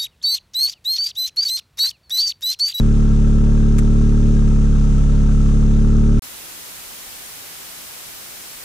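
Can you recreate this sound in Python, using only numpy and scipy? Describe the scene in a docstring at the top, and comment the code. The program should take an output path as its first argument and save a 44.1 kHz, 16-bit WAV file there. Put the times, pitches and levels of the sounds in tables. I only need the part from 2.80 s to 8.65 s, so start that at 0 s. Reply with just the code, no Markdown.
"""In a workshop, heard from the cabin, a four-cylinder car engine idles: each firing rings the resonances
of exhaust and cabin. Valve taps and knocking noise ring small panels, shaped noise makes the air rush
and the low rumble, and three quick snaps are heard as one tick.
The sound is cut dead; after a short silence an even, wide hiss of noise sets in and stays."""
import sys
import numpy as np
from scipy import signal
from scipy.fft import rfft, irfft
from scipy.io import wavfile

SR = 44100
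rng = np.random.default_rng(int(sys.argv[2]) if len(sys.argv) > 2 else 0)


def unload_audio(sound):
    """Save the sound as a 16-bit wav file, at the path given as the first command line argument."""
    columns = np.transpose(np.atleast_2d(sound))
    # keep every value between -1 and 1, then stretch to whole-number steps
    steps = np.round(np.clip(columns, -1, 1) * 32767)
    wavfile.write(sys.argv[1], SR, steps.astype(np.int16))


N = 257896      # length in samples

FIRST_FIRING_S = .0276
ODD_EVEN_DB, ODD_EVEN_S = 0.18, 0.000047      # every other firing is stronger and later
SCATTER_DB, SCATTER_S = -0.02, .00006         # chance spread from firing to firing
MUFFLER_HZ, RIGHT_LAG_S = 617, 0.000087
KNOCK_LENGTH = 0.085                          # share of the firing cycle
TAP_DB, TAP_SCATTER_DB, TAP_SCATTER_S = 19.5, 2, .0004   # valve tap strength, its spread in strength and time
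PANEL_SIDE_DB, BULKHEAD_HZ = -7, 8700
RUSH_DB = -50.5
TICK_DECAY_S = 0.0036
RUMBLE_DB, RUMBLE_SIDE_DB, RUMBLE_LEFT_DB = -33.5, -7.5, 5   # the last is left over right
CUT_S, HISS_FROM_S, HISS_DB = 3.3936, 3.4213, -37
MIC_TOP, CUTOFF_HZ = 2.54, 16200              # MIC_TOP is the largest height the microphone passes


def from_db(db):
    """Turns decibels into a gain to multiply by."""
    return 10 ** (np.asarray(db) / 20)


def rms_one(x):
    """Scales a signal to an rms (average strength) of 1."""
    return x / np.sqrt(np.mean(x ** 2) + 1e-20)


def drift(rate):
    """Slow chance wandering: noise twice through a one-pole low-pass at rate Hz, with spread 1."""
    r = np.exp(-2 * np.pi * rate / SR)
    slow = signal.lfilter([1], [1, -2 * r, r * r], rng.standard_normal(N + SR))
    return rms_one(slow[SR:])       # the first second only settles the filter


def ring(x, hz, width):
    """A resonance: each unit click sets off a dying sine of starting height 1; wider dies faster."""
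    r = np.exp(-np.pi * width / SR)
    w = 2 * np.pi * hz / SR
    return signal.lfilter([0, np.sin(w)], [1, -2 * r * np.cos(w), r * r], x + 1e-18)


def coloured(spectrum):
    """Two unrelated channels of noise shaped by a spectrum; the mean of left and right has rms about 1."""
    hz = np.maximum(np.arange(N // 2 + 1) * SR / N, 1)
    points = np.array(spectrum)
    gain = from_db(np.interp(np.log(hz), np.log(points[:, 0]), points[:, 1]))
    noise = irfft(rfft(rng.standard_normal((2, N))) * gain, N)
    return np.sqrt(2) * rms_one(noise)


def firing_cycles():
    """Adds up the drifting idle speed into a count of firings, from half a second before zero."""
    # idle speed: [t/s, firings per s]
    idle = [(0.0, 36.56), (0.3, 36.15), (1.44, 36.95), (1.58, 36.13), (2.22, 35.36), (2.84, 36.04),
            (3.39, 37.08)]
    t = np.arange(-(SR // 2), N) / SR
    cycles = np.cumsum(np.interp(t, *np.transpose(idle))) / SR
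    return cycles - np.interp(FIRST_FIRING_S, t, cycles)


def exhaust(cycles):
    """One blow per firing into the fixed resonances, so the harmonics swell and sink as the speed drifts."""
    # exhaust and cabin resonances:
    # [f/Hz, width/Hz, left level/dB, left over right/dB, push +1 or pull -1]
    boom = [(35.32, 8.87, -13.5, -2.5, -1), (66.9, 11.3, -15.5, 0.5, 1), (110.75, 16.3, -14, 3.5, 1),
            (133.9, 38.9, -4, 3.5, -1), (177, 20, -26, 16, -1), (189, 12, -44, 8, -1),
            (217.76, 15.5, -14, 5, -1), (237.2, 25.4, -20.5, 0.2, 1), (297.9, 8.9, -28, 6.5, 1),
            (329.5, 13.3, -30, 20, -1), (404, 24.9, -16.5, 8.5, -1), (409.8, 30, -18.0, 7, 1),
            (473.5, 16.6, -35, 10, 1), (435.7, 13, -41.5, 10, -1), (560, 8.6, -41.5, 17, 1)]
    # what the unlike halves of the manifold add with alternating sign:
    # [f/Hz, width/Hz, left level/dB, left over right/dB]
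    lope = [(60, 13, -43, -1), (132, 23, -52, 3), (207.5, 7.9, -41, 4)]
    fired = np.flatnonzero(np.diff(np.floor(cycles)) > 0)
    odd = (-1.) ** np.arange(len(fired))
    chance = rng.standard_normal((len(fired), 2))
    late_s = ODD_EVEN_S * odd + SCATTER_S * chance[:, 0]
    at = np.clip(fired + np.round(late_s * SR).astype(int), 0, None)

    blows = np.zeros(N + SR)
    blows[at] = from_db(ODD_EVEN_DB * odd + SCATTER_DB * chance[:, 1])
    alternating = np.zeros(N + SR)
    alternating[at] = odd

    out = 0
    for hz, width, db, left_db, push in boom:
        out = out + np.sign(push) * from_db([[db], [db - left_db]]) * ring(blows, hz, width)
    for hz, width, db, left_db in lope:
        out = out + from_db([[db], [db - left_db]]) * ring(alternating, hz, width)
    # the blow is a soft puff without treble or steady push; it reaches the right side a little later
    puff = signal.butter(4, [12, MUFFLER_HZ], "band", fs=SR, output="sos")
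    out = signal.sosfiltfilt(puff, out)
    out[1] = np.roll(out[1], round(RIGHT_LAG_S * SR))
    return out[:, SR // 2:SR // 2 + N]


def knock_gate(cycles, place, lift_db):
    """Gain that swells briefly once per firing, by an amount that varies."""
    distance = (cycles - place + .5) % 1 - .5     # from the knock, in firing cycles
    bump = np.exp(-.5 * (distance / KNOCK_LENGTH) ** 2)
    return from_db(lift_db * bump * (1 + 0.3 * drift(32)))


def taps(cycles, place):
    """One valve click per firing at a set place in the cycle, uneven in strength and time."""
    at = np.flatnonzero(np.diff(np.floor(cycles - place)) > 0)
    chance = rng.standard_normal((len(at), 2))
    at = np.clip(at + np.round(TAP_SCATTER_S * SR * chance[:, 0]).astype(int), 0, N - 1)
    out = np.zeros(N)
    out[at] = from_db(TAP_DB + TAP_SCATTER_DB * chance[:, 1])
    return out


def clatter(cycles):
    """Valve taps and noise that knocks with each firing ring the panels; each has its own balance and wavers."""
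    # panels rung by the valve gear:
    # [f/Hz, width/Hz, level/dB, left over right/dB, knock place in the firing cycle 0-1, knock lift/dB]
    panels = [(591, 50, -51, 10.5, 0.4, 3.5), (719, 28, -57.5, 10, .4, 1), (780, 51, -55.5, -3, 0.9, -4),
              (833, 28, -50.5, 3, 0.2, 3), (919, 24, -54, 11, .3, 7), (1100, 49, -62.5, -5, 0.2, -6.5),
              (1150, 110, -47, 3.5, .25, 12), (1224, 24, -58, -8, 0.1, 4), (1324, 67, -47.5, -0.5, .26, 5),
              (1533, 55, -57.5, 1.5, 0, 10), (1618, 35, -51, 4.5, .22, 8), (1770, 77, -54.5, -1.5, .2, 9),
              (2580, 170, -62, 5.5, 0.2, 13), (3620, 650, -54.5, 0, .2, 3),
              (5930, 1400, -53.5, 5.5, .6, 5.5)]
    # panels that push the left side while they pull the right: [row in panels, from 0]
    opposed = [2, 3, 6, 10, 11]
    out = 0
    for row, (hz, width, db, left_db, place, lift_db) in enumerate(panels):
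        mid, side = rng.standard_normal((2, N))
        noise = mid + from_db(PANEL_SIDE_DB) * side * [[1], [-1]]
        knocks = noise * knock_gate(cycles, place, lift_db)
        knocks = knocks + from_db(lift_db) * taps(cycles, place)
        right_sign = -1 if row in opposed else 1
        sides = from_db([[left_db / 2], [-left_db / 2]]) * [[1], [right_sign]]
        level = from_db(db + 0.75 * drift(2.9))
        out = out + level * sides * rms_one(ring(knocks, hz, width))
    return signal.sosfilt(signal.butter(2, BULKHEAD_HZ, fs=SR, output="sos"), out)   # the bulkhead dulls it


def rush(cycles):
    """Intake and belt noise: shaped noise that wavers, flickers and throbs a little with the firings."""
    # colour of the rush: [f/Hz, relative level per Hz/dB]
    rush_colour = [(880, -33.5), (1500, -10), (1590, -15), (1900, -7.5), (2320, -8.5), (2680, -6.5),
                   (3730, -14), (4960, -14), (6230, -5.5), (9280, -15), (14500, -35.5)]
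    level = from_db(RUSH_DB + 0.61 * drift(1.8) + 0.55 * drift(14))
    return level * knock_gate(cycles, 0.28, 2.3) * coloured(rush_colour)


def ticks():
    """Three short bright snaps in quick succession: bursts of noise that start at once and die away."""
    # starts of the snaps: [t/s, starting level/dB]
    snaps = [(0.9845, -29.5), (0.989, -30.5), (0.9955, -39)]
    # colour of the snaps: [f/Hz, relative level per Hz/dB]
    snap_colour = [(710, -28), (1200, 8), (4270, -7.5), (4890, -10.5), (6510, 0), (11500, -7.5),
                   (13900, -22), (15000, -65)]
    t = np.arange(N) / SR
    shape = 0
    for start, db in snaps:
        shape = shape + from_db(db) * (t > start) * np.exp(-np.maximum(t - start, 0) / TICK_DECAY_S)
    return shape * coloured(snap_colour)


def rumble():
    """Low body noise between the harmonics, much alike on both sides and louder on the left."""
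    # colour of the rumble: [f/Hz, relative level per Hz/dB]
    rumble_colour = [(12, -16), (25, -12), (60, -6), (92, -10), (128, -11.5), (165, -17), (205, -6.5),
                     (260, -19), (337, -26.5), (399, -20), (771, -41.5), (1330, -49), (1800, -57),
                     (2340, -84.5)]
    mid, side = coloured(rumble_colour)
    sides = mid + from_db(RUMBLE_SIDE_DB) * side * [[1], [-1]]
    wavering = from_db(1.5 * drift(6))
    return from_db([[RUMBLE_DB], [RUMBLE_DB - RUMBLE_LEFT_DB]]) * wavering * sides


def hiss():
    """Steady noise, unrelated on the two sides and so wide, that sets in at once and stays."""
    # colour of the hiss: [f/Hz, relative level per Hz/dB]
    hiss_colour = [(12, -37), (20, -2), (282, -3), (353, -2), (429, -3.5), (2350, -2.5), (15600, -3)]
    t = np.arange(N) / SR
    return from_db(HISS_DB) * coloured(hiss_colour) * (t > HISS_FROM_S)


def scene():
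    """The running engine up to the cut, then the hiss."""
    cycles = firing_cycles()
    heard = cycles[SR // 2:]        # the engine already runs before zero
    engine = exhaust(cycles) + clatter(heard) + rush(heard) + ticks() + rumble()
    t = np.arange(N) / SR
    return engine * (t < CUT_S) + hiss()


def record(dry):
    """The microphone rounds the loudest peaks; the top is cut steeply."""
    rounded = MIC_TOP * np.tanh(dry / MIC_TOP)
    return signal.sosfilt(signal.cheby2(16, 70, CUTOFF_HZ, fs=SR, output="sos"), rounded)


dry = scene()
out = record(dry)
unload_audio(out)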